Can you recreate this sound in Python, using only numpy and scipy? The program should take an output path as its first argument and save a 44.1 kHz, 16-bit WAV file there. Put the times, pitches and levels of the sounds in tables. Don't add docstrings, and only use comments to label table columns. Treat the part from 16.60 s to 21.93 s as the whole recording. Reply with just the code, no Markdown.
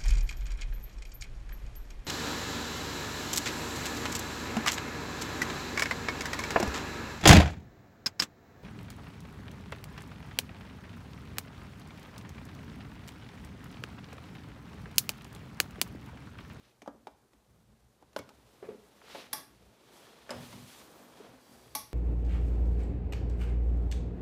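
import sys
import numpy as np
from scipy import signal
from scipy.fft import rfft, irfft
from scipy.io import wavfile
from scipy.ndimage import uniform_filter1d

SR = 44100
rng = np.random.default_rng(int(sys.argv[2]) if len(sys.argv) > 2 else 0)


def output_pcm(signal):
    pcm = np.clip(np.atleast_2d(signal).T, -1, 1) * 32767
    wavfile.write(sys.argv[1], SR, np.round(pcm).astype(np.int16))


def level_to_linear(level):
    exponent = np.asarray(level, float) / 20
    return 10 ** exponent


N = 235097


def rms_one(x):
    return x / np.sqrt(np.mean(x ** 2) + 1e-20)


def at_hz(points, hz):
    table = np.array(points)
    return np.interp(np.log(hz), np.log(table[:, 0]), table[:, 1])


def add(out, s, sound):
    at = round(s * SR)
    out[at:at + len(sound)] += sound[:N - at]


def drift(rate):
    r = np.exp(-80 * np.pi * rate / SR)
    white = rng.standard_normal(N // 40 + 2002)
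    slow = signal.lfilter([1], [1, -2 * r, r * r], white)[2000:]
    return np.interp(np.arange(N) / 40, np.arange(len(slow)), rms_one(slow))


def ring(force, hz, t60):
    r = level_to_linear(-60 / (max(t60, .003) * SR))
    w = 2 * np.pi * hz / SR
    return signal.lfilter([0, np.sin(w)], [1, -2 * r * np.cos(w), r * r], force + 1e-18)


def modes(force, table):
    return sum((-1) ** k * level_to_linear(db) * ring(force, hz, t60) for k, (hz, db, t60) in enumerate(table))


def push(ms, size=22050):
    width = np.arange(size) / SR / (max(ms, .05) / 1000)
    force = np.sin(np.pi * np.minimum(width, 1))
    return force / force.sum()


def swell(force, hz, t60):
    twice = ring(ring(force, hz, t60), hz, t60)
    return twice / np.abs(twice).max()


def coloured(spectrum, size):
    hz = np.maximum(np.fft.rfftfreq(size, 1 / SR), 1)
    outside = (hz < spectrum[0][0]) | (hz > spectrum[-1][0])
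    gain = level_to_linear(at_hz(spectrum, hz) - 30 * outside)
    return rms_one(irfft(rfft(rng.standard_normal(size)) * gain, size))


def burst(spectrum, t60, rise_ms, size=22050):
    t = np.arange(size) / SR
    rise = np.minimum(t * 1000 / max(rise_ms, .05), 1)
    return coloured(spectrum, size) * level_to_linear(-60 * t / max(t60, .003)) * rise


def bells(still_db, s, half_s, peak_db):
    t = np.arange(0, N + 64, 64) / SR
    away = (t - s[:, None]) / np.maximum(half_s, .01)[:, None]
    swells = level_to_linear(peak_db[:, None] - 6 * away ** 2)
    power = level_to_linear(still_db) ** 2 + np.sum(swells ** 2, axis=0)
    return np.interp(np.arange(N) / 64, np.arange(len(power)), 10 * np.log10(power))


def radiate(x, low_hz):
    return signal.sosfilt(signal.butter(2, low_hz, "high", fs=SR, output="sos"), x)


# (f/Hz, t60/s)
ROOM_T60 = [(100, 1), (500, 0.33), (2000, 0.42), (6000, 0.32), (12000, 0.24)]


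def room(x, size=32768):
    t = np.arange(size) / SR
    tail = 0
    edges = 80 * 2 ** np.arange(0, 8.1, .5)
    for low, high in zip(edges, edges[1:]):
        half_octave = signal.butter(2, [low, high], "band", fs=SR, output="sos")
        band = signal.sosfilt(half_octave, rng.standard_normal(size))
        tail = tail + band * level_to_linear(-60 * t / at_hz(ROOM_T60, np.sqrt(low * high)))
    tail = tail * np.clip((t - .003) / 0.00067, 0, 1)
    return signal.fftconvolve(x, tail / np.sqrt(np.sum(tail ** 2)))[:N]


# (f/Hz, level/dB per Hz)
RUMBLE_SHAPE = [(15, -32), (25, -43), (39, -19), (54, -12), (70, 4.5), (86, -6), (118, -1.5), (145, -7),
                (166, -6.5), (220, -2), (290, -38), (480, -120)]
# (f/Hz, level/dB re rumble, t60/s)
HUM = [(60, -3, .5), (119, -4, .4)]
RUMBLE_DB, RUMBLE_WANDER_DB = -65, 3.5


def rumble():
    level_db = RUMBLE_DB + RUMBLE_WANDER_DB * drift(7.5)
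    white = rng.standard_normal(N)
    hum = sum(level_to_linear(db) * rms_one(ring(white, hz, t60)) for hz, db, t60 in HUM)
    return level_to_linear(level_db - 7) * (level_to_linear(-2.0) * coloured(RUMBLE_SHAPE, N) + hum)


# (t/s, half length/s, level/dB)
BOOMS = [
    (0.958, 0.08, -65.5),
    (1.615, 0.038, -59),
    (2.067, 0.054, -64),
    (2.395, 0.03, -73),
    (2.765, 0.053, -70),
    (3.795, 0.061, -49.5),
    (3.985, 0.077, -54),
    (4.212, 0.12, -72),
    (5.19, 0.048, -61),
]
# (f/Hz, level/dB per Hz)
BOOM_SHAPE = [(60, -12), (95, -5.5), (118, -3), (200, -10.5), (290, -22)]


def booms():
    return level_to_linear(bells(-86, *np.transpose(BOOMS))) * coloured(BOOM_SHAPE, N)


# (t/s of fastest motion, half length/s, swish level/dB, weight/dB, speed/dB)
STROKES = [(0.055, 0.069, -70, -0.5, -9.5), (1.662, 0.21, -77.5, 6.5, -6), (2.066, 0.29, -70.5, 4.5, -3),
           (2.415, 0.15, -70.5, 6, -2.5), (2.566, 0.083, -52, -6, -10), (2.77, 0.049, -61.5, 5.5, -9),
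           (3.033, 0.37, -71.5, 4, -5.5), (3.375, 0.047, -72.5, -10, 6), (3.442, 0.19, -65, 4.5, -4),
           (3.657, 0.28, -66, 1.5, -19), (3.87, 0.14, -57.5, 0.5, -2), (4.13, 0.11, -58.5, -6, -1),
           (4.37, 0.26, -67, 9, 0), (4.62, 0.1, -64, 6, -7.5), (4.756, .08, -78, 12, -38.5),
           (4.98, 0.21, -68, 6, 0), (5.272, 0.21, -70.5, -1, -20)]
STILL_DRAG_DB, STILL_SWISH_DB, STILL_SHEEN_DB = -72, -79.5, -79


def motion():
    s, half_s, db, weight_db, speed_db = np.transpose(STROKES)
    return (bells(STILL_DRAG_DB, s, half_s, db + weight_db),
            bells(STILL_SWISH_DB, s, half_s, db),
            bells(STILL_SHEEN_DB, s, half_s, db + speed_db))


# (f/Hz, level/dB per Hz)
DRAG = [(120, -6.5), (200, 0.5), (400, 2.5), (800, -2), (1500, -9), (2500, -20.5)]
SWISH = [(800, -4), (1500, -1.5), (2500, 1), (4000, 0.5), (6000, -7), (9000, -24)]
SHEEN = [(3500, -3.5), (6000, 3.5), (9000, 2.5), (12000, 0.5), (14800, -3.5), (15500, -5), (15850, -40)]


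def rustle(patchy_db):
    together = drift(22.6)
    out = np.zeros(N)
    for level_db, shape in zip(motion(), (DRAG, SWISH, SHEEN)):
        flicker_db = patchy_db * (together + 1.2 * drift(37))
        out += level_to_linear(level_db + flicker_db) * coloured(shape, N)
    return out


SNAP_FROM_DB, SNAPS_PER_S_PER_DB, SNAPS_MAX_PER_S = -70.5, 34.5, 260
SNAP_DB, SNAP_FOLLOWS = -62.5, 0.16


def crackle():
    swish_db = motion()[1]
    per_s = np.minimum(SNAPS_PER_S_PER_DB * (swish_db - SNAP_FROM_DB), SNAPS_MAX_PER_S)
    level_db = SNAP_DB + SNAP_FOLLOWS * (swish_db - SNAP_DB)
    size_db = 4.5 * np.minimum(rng.exponential(1, N), 3)
    snaps = (rng.random(N) < per_s / SR) * level_to_linear(size_db) * rng.choice([-1, 1], N)
    film = [(1130, -3.0, 0.009), (1770, -6.5, 0.0061), (3280, -10.0, 0.019), (5070, -22.5, 0.0038)]
    return level_to_linear(level_db) * modes(snaps, film)


# (t/s, level/dB)
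CREASES = [
    (2.415, -50),
    (2.444, -55),
    (2.48, -49.5),
    (2.498, -49),
]
CREASE_FROM_HZ, CREASE_TO_HZ, CREASE_S = 2900, 485, 0.00653


def creases():
    out = np.zeros(N)
    part = np.linspace(0, 1, round(CREASE_S * SR))
    hz = CREASE_FROM_HZ * (CREASE_TO_HZ / CREASE_FROM_HZ) ** part
    chirp = np.sqrt(np.sin(np.pi * part) + 1e-12) * np.sin(2 * np.pi * np.cumsum(hz) / SR)
    for s, level_db in CREASES:
        add(out, s, level_to_linear(level_db) * chirp)
    return out


# (t/s, length/s, start f/Hz, end f/Hz, level/dB)
SQUEAKS = [
    (4.14, .075, 13300, 13950, -71),
    (4.215, .07, 13550, 13750, -73),
    (4.29, .04, 12150, 12000, -73),
    (4.34, .04, 14100, 13450, -70),
    (4.365, .03, 15300, 15400, -73),
    (4.41, .06, 12050, 12250, -71),
    (4.44, .035, 13950, 13600, -72),
    (4.48, .025, 14600, 14700, -74),
]


def squeaks():
    out = np.zeros(N)
    for s, length, start_hz, end_hz, level_db in SQUEAKS:
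        size = round(length * SR)
        waver = 1500 * uniform_filter1d(rng.standard_normal(size), size=200)
        phase = 2 * np.pi * np.cumsum(np.linspace(start_hz, end_hz, size) + waver) / SR
        add(out, s, level_to_linear(level_db + 2.5) * np.sqrt(np.hanning(size)) * np.sin(phase))
    return out


# (f/Hz, level/dB, t60/s)
DRAGGED = [(4690, -1, .022), (5480, -4, .012), (5800, -5, .012), (8000, -4, .012), (9800, -4, .01),
           (10800, -5, .01), (11900, -5, .01), (13600, -6, .01), (14300, -7, .01)]
SLIDE_S, SLIDE_ATTACK_S, SLIDE_DB, SLIDE_STUTTER_DB = 4.8, 0.049, -71.5, -0.5


def slide():
    moving = np.clip((np.arange(N) / SR - SLIDE_S) / SLIDE_ATTACK_S, 0, 1)
    singing = rms_one(modes(rng.standard_normal(N), DRAGGED))
    return moving * singing * level_to_linear(SLIDE_DB + SLIDE_STUTTER_DB * drift(22.0))


# (t/s, peak level/dB, f/Hz, edge level/dB re peak, t60/s)
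KNOCKS = [
    (2.026, -34, 415, -18, 0.026),
    (2.043, -56.5, 453, 0.5, 0.05),
    (2.087, -29.5, 434, -24, 0.034),
    (2.144, -45.5, 415, -22, 0.041),
    (4.601, -40.5, 414, -34, 0.032),
    (4.643, -50, 483, -10, 0.024),
    (4.71, -54.5, 343, -8.5, 0.017),
    (4.736, -49.5, 258, -13, 0.06),
]


def knocks():
    out = np.zeros(N)
    for s, peak_db, hz, edge_db, t60 in KNOCKS:
        air = .8 * swell(push(.6), hz, t60)
        wall = [(.88 * hz, -14, .12), (1.14 * hz, -12, .12), (.47 * hz, -16, .1), (2.2 * hz, -14, .05)]
        walls = modes(push(2.4), wall)
        blur = [(170, 3.5), (330, -7.5), (430, -2.5), (560, -1), (800, -70)]
        rough = level_to_linear(-12.0) * burst(blur, 0.25, rise_ms=17.0)
        edge = level_to_linear(edge_db - 0.5) * burst([(600, 15.0), (2500, 0.5), (5000, -18)], 0.23, rise_ms=2.9)
        add(out, s - .001, level_to_linear(peak_db) * (air + walls + rough + edge))
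    return out


# (t/s, f/Hz, level/dB, t60/s)
PINGS = [
    (1.586, 2215, -48, .13),
    (3.706, 5090, -37, .035),
    (3.706, 5140, -53, .35),
    (3.706, 7400, -45, .055),
    (3.706, 9550, -43, .07),
    (3.706, 11500, -42, .04),
    (3.93, 2150, -55, .08),
]


def spring():
    out = np.zeros(N)
    for s, hz, level_db, t60 in PINGS:
        add(out, s, level_to_linear(level_db) * ring(push(.1), hz, t60))
    return out


# (t/s, peak level/dB, rattle t60/s, body level/dB re peak, buzz level/dB re peak)
CLACKS = [
    (2.7303, -20.5, 0.035, -15.5, -21.5),
    (5.1508, -22.5, 0.069, -11, -17.5),
]
# (f/Hz, level/dB, t60/s)
BODY = [(275, -12, .2), (460, -20, .15), (640, -11, .09), (730, -12, .08), (856, -3, .105), (1125, -9, .14),
        (1950, -18, .12)]
SHELL = [(3400, -14, .15), (4690, -7, .12), (5250, -7, .1), (5462, -2, .16), (5660, -7, .14),
         (5840, -5, .12), (8750, -12, .1), (9900, -8, .1), (10420, -6, .12), (10800, -6, .12),
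         (11265, -3, .14), (11960, -5, .13), (12480, -7, .12), (13275, -10, .12)]
# (f/Hz, level/dB per Hz)
CRACK = [(710, -36), (1200, 3.5), (1370, -10), (1880, -3.5), (2970, -17.5), (3320, -6), (4410, -9),
         (4810, 0), (7290, -16.5), (8500, -6), (11700, -1), (14800, -14), (16400, -33)]
SECOND_CRACK = [(710, -14), (1200, -1.5), (1410, -12), (1800, -10), (1920, -3.5), (3070, -17), (3350, -8.5),
                (4920, -4.5), (5610, 2.5), (7370, -15.5), (11200, 1), (15000, -17), (16400, -36)]
CLACK_EDGE_T60_S, SHELL_DB = .022, -44.5


def clacks():
    out = np.zeros(N)
    for (s, peak_db, rattle_t60, body_db, buzz_db), colour in zip(CLACKS, (CRACK, SECOND_CRACK)):
        rattle = burst([(300, 0), (18000, 0)], rattle_t60, rise_ms=0.48)
        crack = level_to_linear(-10) * burst(colour, rattle_t60, rise_ms=1.2)
        crack += level_to_linear(-5) * burst(colour, CLACK_EDGE_T60_S, rise_ms=1.4)
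        second = level_to_linear(-5) * burst(colour, CLACK_EDGE_T60_S, rise_ms=.5, size=4096)
        add(crack, .0028, second)
        buzz = level_to_linear(buzz_db) * burst(colour, 0.29, rise_ms=1.0)
        add(out, s - .0006, level_to_linear(peak_db) * (crack + buzz + level_to_linear(SHELL_DB) * modes(rattle, SHELL)))
        add(out, s + 0.00362, level_to_linear(peak_db + body_db) * modes(push(0.17), BODY))
    return out


# (f/Hz, level/dB per Hz)
TICK = [(900, 11), (1500, 6.5), (3000, 13.5), (6000, 8), (10000, -2.5), (14000, -5), (16400, -41)]
SOFT_TICK_HZ, HARD_TICK_HZ, HARD_DB = 2370, 5730, -29
RIB_HZ, RIB_T60_S, RIB_DB = 1520, 0.018, -1


def contacts(events, desk, blur, thump_ms, tick_t60, cycles, blur_db, blur_t60, rib_from_db):
    out = np.zeros(N)
    for s, peak_db, panel_hz, tick_db, thump_db in events:
        tick_hz = HARD_TICK_HZ if peak_db > HARD_DB else SOFT_TICK_HZ
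        scratch = burst(TICK, tick_t60, rise_ms=0.36)
        scuff = 0.58 * burst(TICK, 3.0 * tick_t60, rise_ms=0.44)
        cap = 0.091 * ring(scratch, tick_hz, 14 / tick_hz)
        tick = level_to_linear(tick_db - 1.0) * (scratch + scuff + cap)
        panel = .7 * swell(push(.3), panel_hz, 11 / panel_hz)
        panel -= cycles / 40 * ring(push(1.0), 1.575 * panel_hz, cycles / (0.62 * panel_hz))
        panel += 0.27 * ring(push(0.15), 2.07 * panel_hz, 6.8 / (3.1 * panel_hz))
        if peak_db > rib_from_db:
            panel += level_to_linear(RIB_DB) * ring(push(0.28), RIB_HZ, RIB_T60_S)
        minor = burst(blur, blur_t60, rise_ms=1.0) + 1.9 * burst(blur, 0.31 * blur_t60, rise_ms=0.18)
        add(out, s + .001, level_to_linear(peak_db) * (tick + panel + level_to_linear(blur_db) * minor))
        add(out, s + 0.00416, level_to_linear(peak_db + thump_db - 2.5) * modes(push(thump_ms), desk))
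    return out


# (t/s, peak level/dB, panel f/Hz, tick level/dB re peak, thump level/dB re peak)
LANDINGS = [(2.438, -52.5, 460, -10, -27), (2.496, -59, 885, -13, -18), (2.547, -33, 560, -16, -24.5),
            (3.672, -55, 850, -21, -21), (3.692, -35, 1730, -14, -12.5), (3.697, -37, 1360, -20, -20),
            (3.705, -28.5, 608, -6.5, -23.5), (3.708, -34, 940, -27, -28), (3.927, -44.5, 950, -6, -6),
            (4.39, -57, 387, -29, 1.5), (4.88, -61.5, 400, -30, 2)]
# (f/Hz, level/dB, t60/s)
ARM_DESK = [(119.5, -8, 0.21), (192.7, -2.5, 0.57), (243.3, 3.5, 0.47), (293, 3, 0.24), (428, -59, 0.1),
            (670, 0.5, 0.055), (940, -5, .1)]
# (f/Hz, level/dB per Hz)
ARM_BLUR = [(100, -34), (250, -13), (450, 10), (1000, 0), (1800, -6), (4000, -15)]


def arm_landings():
    return contacts(LANDINGS, ARM_DESK, ARM_BLUR, thump_ms=2.42, tick_t60=0.015, cycles=18.0,
                    blur_db=-16, blur_t60=0.42, rib_from_db=0)


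# (f/Hz, level/dB per Hz)
SLIP = [(5000, -14), (8500, -2), (10500, -2), (13000, 0), (15500, -6)]
SLIP_S, SLIP_DB = 1.567, -59
REBOUND_S, REBOUND_DB, REBOUND_T60_S = 1.589, -41.5, 0.012


def thumb_slip():
    out = np.zeros(N)
    size = round((REBOUND_S - SLIP_S) * SR)
    add(out, SLIP_S, level_to_linear(SLIP_DB) * np.linspace(.3, 1, size) * coloured(SLIP, size))
    add(out, REBOUND_S, level_to_linear(REBOUND_DB) * burst(SLIP, REBOUND_T60_S, rise_ms=.4, size=2048))
    return out


# (t/s, peak level/dB, panel f/Hz, tick level/dB re peak, thump level/dB re peak)
PRESSES = [(0.218, -45.5, 428, -2.5, -7), (0.26, -44.5, 834, -16, -34), (0.275, -30.5, 595, -21, -11),
           (0.344, -56, 384, -33, 0.5), (0.469, -36, 818, -11.5, -16.5), (0.732, -60, 1095, -1, -4),
           (1.423, -49.5, 736, -15.5, -13), (1.53, -62.5, 620, 4, -11), (1.562, -28, 602, -7, -18.5),
           (1.565, -34, 1060, -23, -27), (1.589, -38.5, 516, -1.5, -5.5), (1.69, -48.5, 1300, -1, -31),
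           (1.703, -51, 800, -25.5, -33)]
# (f/Hz, level/dB, t60/s)
DESK = [(234, 4, 0.088), (279, 5.5, 0.16), (395, 18.5, 0.016), (616, 10, 0.14), (600, -13, 0.22),
        (756, -32, .1)]
# (f/Hz, level/dB per Hz)
CASE_BLUR = [(150, 1), (250, 0.5), (450, 8.5), (900, 5.5), (1600, -6.5), (3000, -36.5)]


def button_presses():
    return contacts(PRESSES, DESK, CASE_BLUR, thump_ms=2.1, tick_t60=.014, cycles=6.6,
                    blur_db=-10.5, blur_t60=0.091, rib_from_db=HARD_DB)


def scene():
    near = radiate(button_presses(), low_hz=203)
    arm = radiate(arm_landings(), low_hz=105)
    hollow = radiate(knocks(), low_hz=201)
    hard = radiate(clacks(), low_hz=216)
    wet = level_to_linear(-13) * near + level_to_linear(-8) * arm + level_to_linear(-10.0) * hollow + level_to_linear(-8.0) * hard
    beds = rumble() + booms() + rustle(patchy_db=0.6) + crackle() + creases()
    beds += squeaks() + slide() + thumb_slip()
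    return (near + arm + hollow + hard + spring() + room(wet) + beds)[None]


def roll_off(x):
    return signal.sosfilt(signal.butter(12, 16530, fs=SR, output="sos"), x)


def record(dry):
    heard = signal.sosfilt(signal.butter(2, 45, "high", fs=SR, output="sos"), dry)
    return roll_off(heard)


dry = scene()
out = record(dry)
output_pcm(out)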